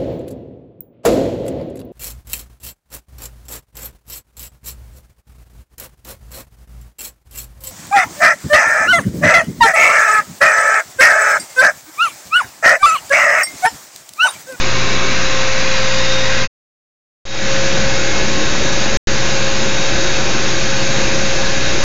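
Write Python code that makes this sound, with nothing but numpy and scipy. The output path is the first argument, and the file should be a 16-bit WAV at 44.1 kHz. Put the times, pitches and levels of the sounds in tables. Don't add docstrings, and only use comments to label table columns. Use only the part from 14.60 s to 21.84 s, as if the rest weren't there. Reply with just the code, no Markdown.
import sys
import numpy as np
from scipy import signal
from scipy.io import wavfile
from scipy.ndimage import uniform_filter1d

SR = 44100
rng = np.random.default_rng(int(sys.argv[2]) if len(sys.argv) > 2 else 0)


def waveform_to_disk(signal):
    frames = np.transpose(np.atleast_2d(signal))
    scaled = np.clip(frames, -1, 1) * 32767
    samples = np.round(scaled).astype(np.int16)
    wavfile.write(sys.argv[1], SR, samples)


def to_linear_factor(level_db):
    exponent = np.asarray(level_db, float) / 20
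    return 10 ** exponent


N = 319267

MOVE_S = 2.3


def read(points, hz):
    f, value = np.transpose(points)
    return np.interp(np.log(hz + 1), np.log(f + 1), value)


def evened(x):
    return x / np.sqrt(np.mean(x ** 2) + 1e-20)


def drift(per_s):
    t = np.arange(0, N, 256) / SR
    rates = np.geomspace(per_s / 20, per_s, 16)
    slow = sum(np.sin(2 * np.pi * (f * t + rng.random())) / np.sqrt(f) for f in rates)
    return np.interp(np.arange(N) / SR, t, evened(slow))


def by_place(t, first, second):
    return np.where(t < MOVE_S, first, second)


def bell(t, middle_s, length_s):
    return np.exp(-((2 * (t - middle_s) / length_s) ** 2) ** 2)


def bump(hz, centre_hz, width_hz):
    return 1 / (1 + (2 * (hz[:, None] - centre_hz) / width_hz) ** 2)


# (frequency [Hz], width [Hz], early level over the rush [dB], late level [dB])
FIRST_HOSE = [(95, 14, -1.5, -4), (152, 25, -2, -0.5), (218, 25, 1.5, 3), (270, 17, 7, 1.5),
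              (370, 55, 4.5, 1), (450, 50, -1, 0), (605, 30, 3, 1.5), (695, 22, 5, 0), (746, 30, -2, -3.5),
              (775, 25, 0, 2), (1120, 40, -3.5, -5.5), (1185, 19, 7, 0.5), (1250, 41, 0.5, -2.5),
              (1554, 110, 4, 4), (1910, 40, 1.5, 4), (2100, 120, -1, 1), (2300, 80, 5, 0.5),
              (2420, 60, -1, 1.5), (2480, 50, 1.5, 3), (2820, 150, 1, 1), (3100, 300, -7.5, -6),
              (3940, 170, 5.5, 5), (4100, 73, -1, -3.5), (4740, 220, -1.5, 0.5)]
SWING_S = 0.61, 1.1


def swinging_hose(t, hz):
    swung = np.interp(t, SWING_S, (0, 1))
    return sum(bump(hz, f, w) * (early + (late - early) * swung) for f, w, early, late in FIRST_HOSE)


def hose_moan(t, hz):
    moan_hz = 375 - 14 * np.cos(2 * np.pi * 4.3 * (t - .14))
    moan_db = np.interp(t, (.35, .65), (7.5, 0))
    return bump(hz, moan_hz, 28) * moan_db


# (middle [s], length [s], frequency [Hz], level over the rush [dB])
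HOSE_WHISTLES = [
    (.42, .3, 2270, 4.5),
    (0.478, .15, 1570, 4.5),
    (0.759, .2, 3915, 4.5),
    (.85, .25, 2110, 4.5),
    (1.081, .15, 2420, 6.5),
    (1.217, .2, 2100, 5),
    (1.402, .2, 1890, 3),
    (1.551, .2, 2550, 7),
    (1.7, .3, 1587, 5),
    (1.78, .15, 1860, 4.5),
]


def hose_whistles(t, hz):
    return sum(bump(hz, f, 23) * db * bell(t, s, length) for s, length, f, db in HOSE_WHISTLES)


# (frequency [Hz], width [Hz], level over the rush [dB])
SECOND_HOSE = [(33, 12, 3.5), (61, 12, 3.5), (95, 20, -2.5), (211, 31, 4), (276, 36, -4.5), (330, 65, 4.5),
               (430, 21, -8), (442, 22, 3.5), (580, 30, 3), (625, 25, -2), (745, 32, -4.5), (812, 60, 2),
               (980, 70, -2.5), (1050, 27, 3), (1120, 47, -7), (1250, 60, -2.5), (1506, 40, 6),
               (1574, 30, 5), (1596, 33, -3), (1681, 37, 8), (1780, 40, 1.5), (1844, 55, -5), (1897, 32, 5),
               (2100, 50, -8), (2383, 27, -1), (2530, 350, 2.5), (3014, 160, -6), (3390, 60, 0.5),
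               (3850, 400, 3.5), (6470, 340, 2.5)]


def resting_hose(hz):
    return sum(bump(hz, f, w) * db for f, w, db in SECOND_HOSE)


def colour(spectrum, hose_db, hz):
    comb = evened(uniform_filter1d(rng.standard_normal(len(hz)), size=3))
    gain = to_linear_factor((read(spectrum, hz) + 1.3 * comb)[:, None] + hose_db)
    middle_band = (hz > 600) & (hz < 3000)
    return gain / np.linalg.norm(gain[middle_band], axis=0)


# (frequency [Hz], density [dB per Hz])
FIRST_AIR = [(20, -10.5), (35, -12), (60, -12.5), (95, -17.5), (200, -16), (450, -19), (750, -24.5),
             (1200, -21), (2700, -20.5), (3400, -22.5), (5500, -25.5), (6700, -25.5), (7200, -33),
             (7600, -44.5)]
SECOND_AIR = [(20, -17), (35, -15), (60, -12.5), (95, -17.5), (200, -15.5), (450, -18), (750, -22.5),
              (1200, -22), (2700, -22.5), (3400, -24.5), (5500, -24.5), (6700, -25), (7200, -31.5),
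              (7600, -42)]
RUSH_DB, RUMBLE_DB, HISS_DB = (-19.5, -21), (-6, -3.5), (-1.5, -2)
RUSH_GAIN_DB_PER_S = .5
GUST_DB, GUSTS_PER_S = 1.3, 6


def air():
    frames = N // 1024 + 5
    hz = np.fft.rfftfreq(4096, 1 / SR)
    t = np.arange(frames) * 1024 / SR
    real, imaginary, patches = rng.standard_normal((frames, 2049, 3)).T
    patches = uniform_filter1d(patches, size=28, axis=0)
    patches = evened(uniform_filter1d(patches, size=4, axis=1))

    rush_db = by_place(t, RUSH_DB[0] + RUSH_GAIN_DB_PER_S * (t - 1), RUSH_DB[1])
    gusts = np.interp(t, np.arange(N) / SR, drift(GUSTS_PER_S))
    rumble_db = by_place(t, *RUMBLE_DB) + GUST_DB * gusts
    hiss_db = by_place(t, *HISS_DB)
    low = 1 / (1 + (hz / 500) ** 4)
    high = 1 / (1 + (3000 / (hz + 1)) ** 8)
    tilt_db = np.outer(low, rumble_db + 2.0) + np.outer(high, hiss_db + 0.46)

    moving_db = swinging_hose(t, hz) + hose_moan(t, hz) + hose_whistles(t, hz)
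    first = colour(FIRST_AIR, moving_db, hz)
    second = colour(SECOND_AIR, resting_hose(hz), hz)
    spectra = (real + 1j * imaginary) * by_place(t, first, second)
    spectra = spectra * to_linear_factor(rush_db + tilt_db + 0.71 * patches)
    rush = signal.istft(spectra, nperseg=4096, noverlap=3072)[1][:N]
    eddies = evened(uniform_filter1d(rng.standard_normal(N), size=300))
    return to_linear_factor(0.5) * to_linear_factor(0.35 * eddies) * rush


def tone(turns, db, waver_db, jitter):
    phase = turns + rng.random() + jitter * drift(15)
    return np.sqrt(2) * to_linear_factor(db + waver_db * drift(12)) * np.sin(2 * np.pi * phase)


WHISTLE_HZ = 177.5, 770, 2091, 3068, 5763
# (first place [dB], second place [dB])
WHISTLES = [
    (-36.5, -61),
    (-43, -62),
    (-58.5, -40.5),
    (-68, -42),
    (-68, -50.5),
]


def steady_whistles(t):
    return sum(tone(f * t, by_place(t, *db), 1.3, 0.04) for f, db in zip(WHISTLE_HZ, WHISTLES))


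def mains_hum(t, mains, turns):
    hum = tone(mains, by_place(t, -30.5, -32), 1.8, 0.024)
    return hum + tone(2 * turns + mains, by_place(t, -55, -44), 1.5, .04)


# (shaft multiple, middle [s], length [s], lift [dB])
GLINTS = [(7, 1.5, .55, 6), (7, 1.56, .16, 5), (7, .85, .7, -4), (4, .3, .7, -5), (3, 3.6, 1.4, -3),
          (7, 2.65, .3, 7), (7, 5.3, .4, 3), (7, 6.6, .7, -2), (12, 2.85, .8, -9), (12, 6.6, .6, 2.5),
          (9, 1.55, .6, 5), (9, .5, 0.5, -5), (9, 3.6, .5, 8.5), (3, 2.1, .4, 7), (2, 3.8, .3, 2.5),
          (4, 3.7, .4, 4)]


def glint(k, t):
    return sum(db * bell(t, s, length) for order, s, length, db in GLINTS if round(order) == k)


# (shaft multiple, first place [dB], second place [dB])
WEAK_ORDERS = [(.25, -76.5, -35), (.375, -73, -37.5), (2, -35.5, -41), (3, -39.5, -38), (4, -35, -38),
               (5, -39, -46.5), (6, -46, -57.5), (8, -57, -41), (9, -40.5, -47), (11, -48, -41.5),
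               (13, -64, -52.5), (14, -53, -69.5)]


def weak_orders(t, turns):
    out = np.zeros(N)
    for k, first_db, second_db in WEAK_ORDERS:
        order_db = by_place(t, first_db, second_db) + glint(round(k), t) - 1.5
        out += tone(k * turns, order_db, 3.0, 0.05)
    return out


def blade_orders(t, turns):
    seventh_db = by_place(t, -36, -35) + glint(7, t)
    twelfth_db = by_place(t, -42.5, -35.5) + glint(12, t)
    return tone(7 * turns, seventh_db, 1.7, 0.031) + tone(12 * turns, twelfth_db, 1.5, .04)


# (time [s], level [dB])
FACING = [(0, -32), (.45, -30.5), (.75, -25.5), (1.6, -23.5), (1.8, -28), (2.65, -28.5), (2.95, -23.5),
          (3.4, -27.5), (4.3, -28.5), (4.8, -26.5), (5.9, -29), (6.4, -25.5), (6.8, -27), (7.24, -28.5)]


def shaft_tone(t, mains, turns):
    shaft_db = np.interp(t, *np.transpose(FACING))
    return tone(turns, shaft_db, .8, 0.022) * (1 + 0.095 * np.sin(2 * np.pi * mains))


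SHAFT_HZ = 530.2, 538.8
MAINS_HZ = 119.9


def motor():
    t = np.arange(N) / SR
    turns = np.cumsum(by_place(t, *SHAFT_HZ) + .15 * drift(1.5)) / SR
    mains = MAINS_HZ * t
    out = steady_whistles(t) + mains_hum(t, mains, turns)
    out += weak_orders(t, turns) + blade_orders(t, turns)
    return out + shaft_tone(t, mains, turns)


def scene():
    return (air() + motor())[None]


RAIL, OFFSET = .715, -.278


def overload(dry):
    room = np.where(dry < 0, RAIL + OFFSET, .62)
    return dry / (1 + (dry / room) ** 6) ** (1 / 6)


FADE_OUT_S, FADE_IN_S, FADE_IN_FROM = (1.832, 1.8755), (2.6532, 2.9), .19
FADE_OUT_BEND = 0.97
DROPOUT_S = 4.3713, 4.4723


def fader(t):
    fade_out = np.interp(t, FADE_OUT_S, (1, 0)) ** FADE_OUT_BEND
    fade_in = (t > FADE_IN_S[0]) * np.interp(t, FADE_IN_S, (FADE_IN_FROM, 1))
    return (fade_out + fade_in) * ((t < DROPOUT_S[0]) | (t > DROPOUT_S[1]))


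# (frequency [Hz], level [dB])
MIRROR = [
    (7700, -6.5),
    (8300, -12.5),
    (8600, -28.5),
    (8900, -37.5),
    (9200, -57),
    (9500, -110),
]
SAMPLE_HZ = 16000


def low_rate(faded, gain, t):
    sampled = faded * (1 + 2 * np.cos(2 * np.pi * SAMPLE_HZ * t)) + OFFSET * gain
    hz = np.linspace(0, SR / 2, 513)
    taps = signal.firwin2(401, hz, to_linear_factor(read(MIRROR, hz)), fs=SR, window=("kaiser", 8))
    held = np.pad(sampled, ((0, 0), (200, 200)), "edge")
    return signal.oaconvolve(held, taps[None] / taps.sum(), "valid")


# (time [s], peak level [dB])
RAIL_CLICKS = [(1.2311, -52.5), (1.3234, -46), (1.4831, -46), (1.5215, -46), (1.766, -48.5), (3.255, -54),
               (3.914, -44), (4.1106, -60), (4.2697, -48.5), (4.5618, -50), (5.1547, -53.5), (5.2804, -51),
               (5.421, -55), (5.8525, -46), (6.2657, -46.5), (6.7716, -48)]


def rail_clicks():
    tips = np.zeros(N)
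    s, db = np.transpose(RAIL_CLICKS)
    tips[np.round(s * SR).astype(int)] = to_linear_factor(db + 13.5)
    return tips


def low_pass(x):
    return signal.sosfilt(signal.butter(12, 15830, fs=SR, output="sos"), x)


def record(dry):
    t = np.arange(N) / SR
    gain = fader(t)
    band = signal.firwin(1023, 7600, window=("kaiser", 9), fs=SR)
    limited = signal.oaconvolve(overload(dry), band[None], "same")
    faded = (limited - limited.mean()) * gain
    mix = low_rate(faded, gain, t) + rail_clicks()
    return low_pass(mix)


dry = scene()
out = record(dry)
waveform_to_disk(out)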